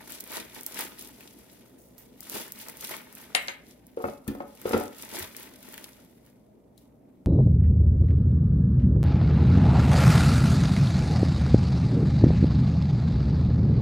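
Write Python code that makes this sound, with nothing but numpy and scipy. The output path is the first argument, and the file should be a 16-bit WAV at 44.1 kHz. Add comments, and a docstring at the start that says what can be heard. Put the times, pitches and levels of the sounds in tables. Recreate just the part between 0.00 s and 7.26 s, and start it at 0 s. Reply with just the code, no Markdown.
"""A hard kitchen, microphones close above a stone counter: a fridge rumbles and hums from the start.
Right under the microphones thin plastic gloves crackle in swarms of tiny clicks, over wet greens that
slap and pop in a steel bowl. Sesame seeds patter off a small dish, as bright grains; then the dish clinks
down at the left and bounces, as dying modes over a clatter of the counter. Last, a cupboard door knocks
and judders, its panels ringing, while the hands work on; tiles and stone add a short tail."""
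import sys
import numpy as np
from scipy import signal
from scipy.fft import rfft, irfft, next_fast_len
from scipy.io import wavfile
from scipy.ndimage import uniform_filter1d

SR = 44100
rng = np.random.default_rng(int(sys.argv[2]) if len(sys.argv) > 2 else 0)


def bounce(signal):
    """Save signal as a 16-bit WAV file at the path given by the first command-line argument."""
    frames = np.transpose(np.atleast_2d(signal))
    limited = np.clip(frames, -1, 1)
    pcm = np.round(limited * 32767).astype(np.int16)
    wavfile.write(sys.argv[1], SR, pcm)


N = 320166

# In all tables levels are relative, and a left-right balance above 0 dB leans to the left.
# Fridge and air as a filter. Each row: frequency in Hz, gain in dB.
HUSH_SPECTRUM = [(12, -71), (20, -48.5), (48, -8), (102, -15.5), (265, 0.5), (289, -8), (506, -11.5),
                 (551, -15), (599, -10.5), (709, -19.5), (863, -21.5), (1020, -26.5), (1700, -40.5),
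                 (2200, -40), (3140, -50.5), (15200, -43.5), (16500, -67.5)]
# Slow swell of the fridge and air. Each row: time in seconds, gain in dB.
HUSH_SWELL = [(0, 1.5), (2, 2), (4, 1), (5.8, 1.5), (6.3, 0.5), (7.26, 0.5)]
# Mains hum. Each row: frequency in Hz, level in dB.
HUM_TONES = [(59, -73), (119, -72)]
# How alike left and right are. Each row: frequency in Hz, likeness from 0 to 1.
LEFT_RIGHT_LIKENESS = [(50, 0.81), (300, 0.83), (600, 0.24), (1200, 0.17), (2500, 0.25), (8000, 0.12)]
# Grips, tosses and shifts of a hand. Each row: time of full force in seconds, hold in seconds,
# glove level in dB, leaves level in dB.
GRIPS = [(0.0, .01, -57, -51), (0.111, 0.04, -43, -49.5), (0.339, 0.024, -38.5, -36.5),
         (0.559, 0.022, -47, -48), (0.672, 0.018, -51, -51.5), (0.79, 0.019, -35.5, -37),
         (0.994, 0.055, -49.5, -55.5), (1.204, 0.033, -55.5, -60), (2.005, .02, -61, -62),
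         (2.25, 0.03, -49.5, -57.5), (2.347, 0.05, -36.5, -38.5), (2.603, 0.022, -44.5, -50),
         (2.68, 0.021, -51.5, -49), (2.824, 0.046, -41.5, -50), (2.92, 0.023, -43, -39),
         (3.17, 0.069, -54, -58), (3.38, 0.11, -52, -63), (3.691, 0.019, -57, -64), (3.88, .01, -69, -70),
         (4.022, 0.1, -57, -67), (4.307, 0.013, -57.5, -62), (4.467, 0.051, -66.5, -78),
         (4.68, 0.11, -44, -47), (5.007, 0.018, -45.5, -47.5), (5.15, 0.059, -39.5, -38),
         (5.383, 0.051, -48, -50.5), (5.648, 0.19, -53, -53.5), (6.272, 0.008, -71, -63.5),
         (6.809, .01, -67.5, -72.5)]
# Faint stirring between grips. Each row: time in seconds, glove level in dB, leaves level in dB.
STIRRING = [(0, -64, -57), (1.1, -55.5, -58.5), (1.6, -60.5, -63), (1.8, -69, -68.5), (2.15, -67.5, -68.5),
            (2.5, -61, -59), (3.3, -59, -55), (3.8, -75, -70.5), (4.25, -72.5, -82.5), (4.6, -57.5, -57),
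            (5.55, -59.5, -58), (5.95, -59.5, -61), (6.35, -75.5, -79), (6.75, -89, -81.5),
            (7.26, -83, -80.5)]
# Glove plastic as a filter. Each row: frequency in Hz, gain in dB.
GLOVE_SPECTRUM = [(1470, -28), (2500, -1.5), (3170, -4.5), (4590, -5.5), (7730, -9), (10000, -4),
                  (11800, -4), (15100, -3), (16100, -15), (16500, -29.5)]
# Clearest snaps of the glove. Each row: start in seconds, level in dB, pitch in Hz, left-right balance in dB.
GLOVE_SNAPS = [(0.1215, -23, 12100, 9), (0.2027, -24, 10200, -1), (0.2066, -19.5, 12000, -4),
               (0.24, -28, 12400, -4), (0.2757, -26, 14500, -1.0), (0.319, -20, 13200, 0.5),
               (0.61, -21, 12300, -3), (0.633, -26, 11900, 7), (0.664, -13, 10500, -0.5),
               (0.667, -21, 10500, 3), (0.7916, -20, 14600, 8), (0.993, -23, 11800, -2),
               (1.024, -25, 9500, 6), (1.208, -35, 9000, 3), (2.2065, -23, 11500, 4), (2.23, -30, 12000, 3),
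               (2.2977, -21, 9320, 1), (2.3496, -25, 14000, 0.5), (2.5214, -18.5, 12400, 1),
               (2.6852, -21.5, 10500, 3), (2.698, -26, 11600, 1.0), (2.771, -27.5, 12000, 0),
               (2.872, -26, 10000, 0), (2.9667, -24, 13500, 4), (3.127, -33, 12100, 9),
               (3.152, -26.5, 13700, -3), (3.475, -30, 6450, -2), (3.668, -43, 5000, 5),
               (3.868, -35.5, 14300, 2), (4.2787, -21.5, 14200, 12), (4.616, -23.5, 14400, 0.5),
               (4.6934, -25.5, 9950, 13), (4.778, -23, 14100, 4), (4.8373, -26.5, 10300, 3),
               (4.8803, -34, 5740, 3), (4.9842, -29, 12260, -4), (5.024, -24.5, 9000, 2),
               (5.05, -27, 10600, 2), (5.189, -21, 10400, 2), (5.195, -16, 12300, 1),
               (5.3661, -22.5, 9400, 7), (5.431, -24, 12600, -1), (5.629, -30.5, 11000, 5),
               (5.688, -34, 11400, 4), (5.7412, -28.5, 12500, 9), (5.7788, -25, 13300, 0.5),
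               (5.8424, -26, 9450, 2.5), (6.2634, -39, 12400, 1.5)]
# Leaves heard inside the bowl, as a filter. Each row: frequency in Hz, gain in dB.
LEAF_SPECTRUM = [(59, -41), (100, -2.5), (347, -8), (504, -10.5), (561, -7), (759, -12), (906, -7.5),
                 (1030, -10.5), (1750, -8), (2240, -4.5), (2780, -10), (3500, -7.5), (7000, -13.5),
                 (9100, -50.5), (15400, -120)]
# Wet pops in the leaves; the low row at 5.145 s is a bump of the bowl. Each row: start in seconds, level in dB,
# pitch in Hz, left-right balance in dB.
WET_POPS = [(0.324, -41, 953, -3), (0.772, -31, 2180, 11), (0.791, -33, 900, 0), (0.811, -39, 940, -12),
            (1.207, -40, 2170, 10), (2.226, -46, 1070, 0), (2.346, -41, 2170, 3), (2.941, -30, 1590, 15.5),
            (5.145, -33, 537, 2), (5.208, -42, 972, 0.5), (5.348, -36, 2220, 3), (5.742, -36, 2590, 5),
            (5.779, -33, 2170, 0.0), (5.842, -33.5, 3600, 1), (6.272, -53, 2000, 1.0),
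            (6.774, -62, 4000, 3)]
# The bowl bumps the counter. Each row: start in seconds, level in dB, pitch in Hz.
BOWL_BUMPS = [(2.341, -46, 130), (5.182, -34.5, 370), (5.205, -40.5, 80), (5.223, -43, 91)]
# Seeds sliding off the dish. Each row: time in seconds, level in dB.
SEED_LEVELS = [(1.7, -73), (1.776, -75), (1.784, -56.5), (1.83, -56.5), (1.972, -69), (1.982, -64),
               (2.0, -56), (2.074, -66), (2.2, -85)]
# Small hard ticks. Each row: start in seconds, level in dB, ring pitch in Hz, time to die by 60 dB in
# seconds, left-right balance in dB.
HARD_TICKS = [(1.745, -67, 9018, .1, -5), (1.7865, -63, 9100, 0.09, -4), (1.981, -46.5, 14360, 0.15, -12),
              (4.282, -40, 1780, 0.062, -1), (6.778, -49, 4000, 0.011, 8.5)]
# The dish lands, then bounces. Each row: start in seconds, level in dB, left-right balance in dB.
DISH_CLINKS = [(3.3486, -4.5, 6), (3.482, -15, 2)]
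# Pitches of the dish's modes, in Hz.
DISH_MODE_HZ = [560, 748, 1534, 1755, 2085, 2153, 6363, 7063, 7951, 9018, 12160, 13390]
# The same modes. Each row: level in dB on landing, level in dB on the bounce, time to die by 60 dB in seconds.
DISH_MODES = [(-8.5, 0, 0.097), (-2.5, 9, 0.047), (-9, -8.5, 0.097), (-12.5, 11, 0.074), (-5.5, -12, 0.047),
              (-1.5, 4, 0.29), (-20, 3.5, 0.12), (-13.5, -22, .07), (-21, -29, 0.29), (7, -30, 0.08),
              (-14.5, -20, .05), (-4.5, -20, 0.065)]
# Counter clatter under the dish, as a filter. Each row: frequency in Hz, gain in dB.
COUNTER_SPECTRUM = [(120, -46), (200, -13), (650, -10.5), (750, -5), (1150, -10.5), (2110, -4), (2290, -5),
                    (6760, -30.5), (9000, -25), (11700, -46.5), (19800, -120)]
# Blows on the cupboard. Each row: start in seconds, level in dB, centre pitch in Hz, drop in dB per octave
# away from it (negative: a rise), factor on the panels' ring times, clatter in dB against the ring.
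CUPBOARD_KNOCKS = [(3.972, -21, 444, 12, 0.93, -27), (4.003, -27.5, 700, 14, 0.79, -27),
                   (4.041, -16, 550, 4, 0.47, -28), (4.053, -22, 520, -1.5, 0.43, -39),
                   (4.085, -25, 680, 9, 0.12, -18), (4.2795, -22.5, 140, 33, 0.29, -11),
                   (4.286, -23.5, 280, 40, 1, -36), (4.351, -29, 400, 3, 0.32, -22),
                   (4.403, -24, 570, 6, 0.6, -21), (4.656, -16, 473, 16, 0.21, -22),
                   (4.709, -20, 453, 3, 0.36, -26), (4.7325, -14.5, 547, -2.5, 0.61, -9.5),
                   (4.742, -40, 520, 3.5, 0.85, -12), (4.768, -16.5, 526, 11, 0.42, -17.5),
                   (4.81, -24, 750, 31, 0.38, -14)]
# Cupboard panels. Each row: pitch in Hz, level in dB, time to die by 60 dB in seconds at a factor of 1.
CUPBOARD_PANELS = [(107, -27, 0.15), (139, -25, 0.11), (213.4, -15.5, 0.63), (284.5, 1.5, 0.13),
                   (349, -3.5, 0.26), (464, 10.5, 0.059), (474, 9, 0.046), (572, 4, 0.15), (680, -8, 0.091),
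                   (735, -0.5, 0.14), (857, 8.5, 0.046), (1070, 4, 0.044), (1253, -0.5, 0.14),
                   (1395, 3, 0.083), (1780, -2, 0.051), (2170, -4, 0.066), (2590, -16, 0.22)]
# Door judders after a blow. Each row: time of full force in seconds, hold in seconds, level in dB.
DOOR_JUDDERS = [(3.98, 0.043, -38.5), (4.041, .005, -23.5), (4.268, 0.087, -37), (4.406, .005, -29),
                (4.655, 0.027, -25.5), (4.735, 0.0053, -10)]
# Tail of the kitchen. Each row: frequency in Hz, time to die by 60 dB in seconds.
KITCHEN_T60 = [(100, 0.36), (500, 0.37), (2000, 0.47), (6000, 0.13), (14000, 0.35)]

HUSH_DB = -57  # rms of the air before its swell
GRIP_RISE_DB_PER_S, GRIP_FALL_DB_PER_S = 230.5, 174.5
JUDDER_RISE_DB_PER_S, JUDDER_FALL_DB_PER_S = 2498.5, 296
RIGHT_FIRST, DISH_LEAD, DOOR_LEAD = -3, 12, 14  # samples by which the left microphone leads
BAND_EDGE_HZ = 15950


def gain_of(db):
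    """Decibels to an amplitude factor."""
    return 10 ** (np.asarray(db) / 20)


def evened(x):
    """Scales to rms 1."""
    return x / np.sqrt(np.mean(x ** 2) + 1e-20)


def read(points, hz):
    """Reads a table over frequency on a log axis."""
    table_hz, value = np.transpose(points)
    return np.interp(np.log(hz + 1), np.log(table_hz + 1), value)


def follow(rows):
    """Turns a level table into gain over time, all but silent outside its span."""
    s, db = np.transpose(rows)
    return gain_of(np.interp(np.arange(N) / SR, s, db, left=-200, right=-200))


def colour(x, points):
    """Filters by a spectrum table."""
    size = next_fast_len(N)
    gain = gain_of(read(points, np.fft.rfftfreq(size, 1 / SR)))
    return irfft(rfft(x, size) * gain, size)[..., :N]


def add(mix, s, sound, pan_db, lead):
    """Places a sound between two microphones by level and by the samples the left one leads."""
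    sound = sound * np.ones((2, 1))
    for channel, side in enumerate((1, -1)):
        start = max(round(s * SR - side * lead / 2), 0)
        part = mix[channel, start:][:sound.shape[1]]
        part += gain_of(side * pan_db / 2) * sound[channel, :len(part)]


def burst(hz, width, t60, same, tail_db=-60):
    """A band of dying noise with near echoes trailing it, partly shared by left and right; peak 1."""
    t = np.arange(4096) / SR
    noise = rng.standard_normal((3, len(t)))
    noise[0, 0] = 3.7  # a firm onset in the shared part
    same = np.clip(same, 0, 1)
    echoes = gain_of(tail_db - 60 * t / .07)
    fade = gain_of(-60 * t / t60) + echoes
    noise = (same * noise[0] + np.sqrt(1 - same ** 2) * noise[1:]) * fade
    edges = np.clip([hz / width, hz * width], 30, SR / 2 - 500)
    out = signal.lfilter(*signal.butter(2, edges, "band", fs=SR), noise)
    return out / abs(out).max()


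def grains(per_s, spread_db, low_hz, high_hz, t60, same, count=16):
    """Random clicks of many sizes, shared out among count short sounds; the right hears them first."""
    struck = rng.random(N) < per_s / SR
    size = gain_of(spread_db * np.minimum(rng.exponential(1, N), 5)) * struck
    spot, out = rng.integers(0, count, N), np.zeros((2, N))
    for k, hz in enumerate(np.geomspace(low_hz, high_hz, count)):
        click = burst(hz, 1.795, t60, same)[:, :2048]
        out += signal.oaconvolve((size * (spot == k))[None], click, axes=1)[:, :N]
    return np.array([np.roll(out[0], 3), out[1]])


def ring(hz, db, t60, rise):
    """Dying modes, each of random sign, that build up over rise seconds; peak 1."""
    t = np.arange(SR // 4)[:, None] / SR
    sign = rng.choice([-1, 1], len(hz))
    modes = gain_of(db - 60 * t / t60) * np.sin(2 * np.pi * hz * t) * sign
    out = modes.sum(1) * (1 - np.exp(-t[:, 0] / rise))
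    return out / abs(out).max()


def swells(start, hold, db, rise_db_per_s, fall_db_per_s):
    """Gain over time of efforts that rise, hold and fall away; their powers add."""
    t = np.arange(0, N + 64, 64)[:, None] / SR
    early = np.maximum(start - t, 0)
    late = np.maximum(t - start - hold, 0)
    power = gain_of(2 * (db - rise_db_per_s * early - fall_db_per_s * late)).sum(1)
    return np.interp(np.arange(N) / SR, t[:, 0], np.sqrt(power))


def pair(hz, a, b):
    """Makes left and right short-time spectra that are most alike in the bass."""
    same = np.clip(read(LEFT_RIGHT_LIKENESS, hz), -1, 1)[:, None]
    return np.array([a, same * a + np.sqrt(1 - same ** 2) * b])


def hush():
    """Fridge rumble and air, as noise with drifting patches, and a wavering mains hum."""
    frames, hz = N // 512 + 6, np.fft.rfftfreq(2048, 1 / SR)
    a, b, c, d, patches = rng.standard_normal((frames, 1025, 5)).T
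    # smoothed over frequency, then over time
    patches = evened(uniform_filter1d(uniform_filter1d(patches, 8, 0), 6, 1))
    gain = gain_of(read(HUSH_SPECTRUM, hz)[:, None] + 1.7 * patches)
    spectra = pair(hz, a + 1j * b, c + 1j * d) * gain
    noise = signal.istft(spectra, nperseg=2048, noverlap=1536)[1][:, :N]
    air = gain_of(HUSH_DB) * evened(noise)
    t = np.arange(N) / SR
    waver = evened(uniform_filter1d(uniform_filter1d(rng.standard_normal(N), 6000), 6000))
    hum = np.zeros(N)
    for tone_hz, db in HUM_TONES:
        hum += gain_of(db + 1.8 * waver) * np.sqrt(2) * np.sin(2 * np.pi * tone_hz * t)
    return (air + hum) * follow(HUSH_SWELL)


def effort(count):
    """How hard the hands work the glove (1) or the leaves (2): grips over faint stirring, powers added."""
    grips, stirring = np.transpose(GRIPS), np.transpose(STIRRING)
    gripped = swells(grips[0], grips[1], grips[1 + count], GRIP_RISE_DB_PER_S, GRIP_FALL_DB_PER_S)
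    stirred = follow(np.transpose([stirring[0], stirring[count]]))
    return np.hypot(gripped, stirred)


def glove():
    """Thin plastic buckles in swarms of tiny clicks over a soft rub, with a few large snaps."""
    clicks = grains(per_s=1000, spread_db=5.0, low_hz=5000, high_hz=14900, t60=0.028, same=0.47)
    rub = grains(per_s=4800, spread_db=3.0, low_hz=4000, high_hz=14000, t60=0.027, same=0.38, count=6)
    swarm = evened(clicks) + gain_of(-1.5) * evened(rub)
    out = evened(colour(swarm, GLOVE_SPECTRUM)) * effort(count=1) * gain_of([[.4], [-.6]])
    for s, db, hz, pan_db in GLOVE_SNAPS:
        snap = burst(hz, width=1.7, t60=.006, same=.7, tail_db=-19)
        add(out, s, gain_of(db + 1.5) * snap, pan_db, RIGHT_FIRST)
    return out


def greens():
    """Wet leaves slap, rub and pop as grains inside the bowl, which bumps the counter now and then."""
    swarm = grains(per_s=1500, spread_db=4.0, low_hz=333, high_hz=5000, t60=0.04, same=0.67)
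    out = evened(colour(swarm, LEAF_SPECTRUM)) * effort(count=2) * gain_of([[-.4], [-1.6]])
    for s, db, hz, pan_db in WET_POPS:
        pop = burst(hz, width=1.46, t60=.015, same=0.67, tail_db=-7.0)
        add(out, s, gain_of(db + 1.5) * pop, pan_db, RIGHT_FIRST)
    for s, db, hz in BOWL_BUMPS:
        bump = ring(np.array([hz]), db=0, t60=0.046, rise=0.002)
        add(out, s, gain_of(db) * bump, pan_db=0, lead=0)
    return out


def seeds():
    """Sesame seeds slide off the dish in a fine bright patter of dense grains."""
    patter = grains(per_s=5000, spread_db=3.0, low_hz=10000, high_hz=15000, t60=.01, same=.3, count=4)
    return gain_of(-3.0) * evened(patter) * follow(SEED_LEVELS)


def ticks():
    """Small hard contacts: a wide click and one thin ring."""
    out = np.zeros((2, N))
    for s, db, hz, t60, pan_db in HARD_TICKS:
        thin_ring = ring(np.array([hz]), db=0, t60=t60, rise=0.000308)
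        click = burst(10500, width=2.5, t60=.006, same=0.94, tail_db=-3)
        add(out, s, gain_of(db - 2.5) * thin_ring, pan_db, lead=0)
        add(out, s, gain_of(db + 9.5) * click, pan_db, lead=0)
    return out


def dish():
    """A crack, a clatter of the counter and the dying modes of the dish, weighted anew on the bounce."""
    out, clatter = np.zeros((2, N)), np.zeros((2, N))
    landing_db, bounce_db, t60 = np.transpose(DISH_MODES)
    for (s, db, pan_db), mode_db in zip(DISH_CLINKS, (landing_db, bounce_db)):
        modes = ring(np.array(DISH_MODE_HZ), mode_db, t60, rise=0.00026)
        crack = burst(3500, width=1.45, t60=.007, same=.8)
        rattle = burst(2000, width=9.0, t60=0.14, same=0.3)
        add(out, s, gain_of(db - 10.5) * modes, pan_db, DISH_LEAD)
        add(out, s + .0015, gain_of(db - 2) * crack, pan_db, DISH_LEAD)
        add(clatter, s, gain_of(db + 6.0) * rattle, pan_db, DISH_LEAD)
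    return out + colour(clatter, COUNTER_SPECTRUM)


def cupboard():
    """Each blow weights the panels by distance from a centre pitch; slips of the door shake them all."""
    out = np.zeros((2, N))
    hz, panel_db, t60 = np.transpose(CUPBOARD_PANELS)
    for s, db, centre_hz, drop_db, factor, clatter_db in CUPBOARD_KNOCKS:
        weighted_db = panel_db - drop_db * abs(np.log2(hz / centre_hz))
        panels = ring(hz, weighted_db, factor * t60, rise=0.00069)
        clatter = burst(1500, width=2.5, t60=0.1, same=0.18)
        add(out, s, gain_of(db) * panels, 2.5, DOOR_LEAD)
        add(out, s, gain_of(db + clatter_db) * clatter, 2.5, DOOR_LEAD)
    slip_size = gain_of(4.8 * np.minimum(rng.exponential(1, N), 2))
    slipped = rng.random(N) < 900 / SR  # 900 slips a second on average
    slips = slip_size * slipped * rng.choice([-1, 1], N)
    damped_panels = ring(hz, panel_db, 0.15 * t60, rise=0.00062)
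    shake = evened(signal.oaconvolve(slips, damped_panels)[:N])
    judder = swells(*np.transpose(DOOR_JUDDERS), JUDDER_RISE_DB_PER_S, JUDDER_FALL_DB_PER_S)
    add(out, 0, gain_of(-11) * shake * judder, 2.6, DOOR_LEAD)
    return out


def kitchen(x):
    """A dense noise tail off tiles and stone, each band dying at its own speed."""
    taps = rng.standard_normal((2, SR // 2 + SR // 4))
    taps[:, :250] = 0  # a short gap before the tail
    hz, t, spectra = signal.stft(taps, SR, nperseg=256)
    fade = gain_of(-60 * t / read(KITCHEN_T60, hz)[:, None])
    tail = signal.istft(pair(hz, *spectra) * fade, SR, nperseg=256)[1]
    return signal.oaconvolve(x.mean(0)[None], tail / np.linalg.norm(tail[0]), axes=1)[:, :N]


def scene():
    """Near hands get little room, the dish and the cupboard more."""
    hands = glove() + greens() + seeds() + ticks()
    clinks, knocks = dish(), cupboard()
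    to_room = gain_of(-8.5) * hands + gain_of(-4.0) * clinks + gain_of(-4.0) * knocks
    return hands + clinks + knocks + kitchen(to_room) + hush()


def record(dry):
    """The microphones drop the deepest bass; then a steep low-pass limits the band."""
    thinned = signal.lfilter(*signal.butter(2, 40, "high", fs=SR), dry)
    low_pass = signal.firwin(511, BAND_EDGE_HZ, window=("kaiser", 9), fs=SR)
    return signal.oaconvolve(thinned, low_pass[None], "same")


dry = scene()
out = record(dry)
bounce(out)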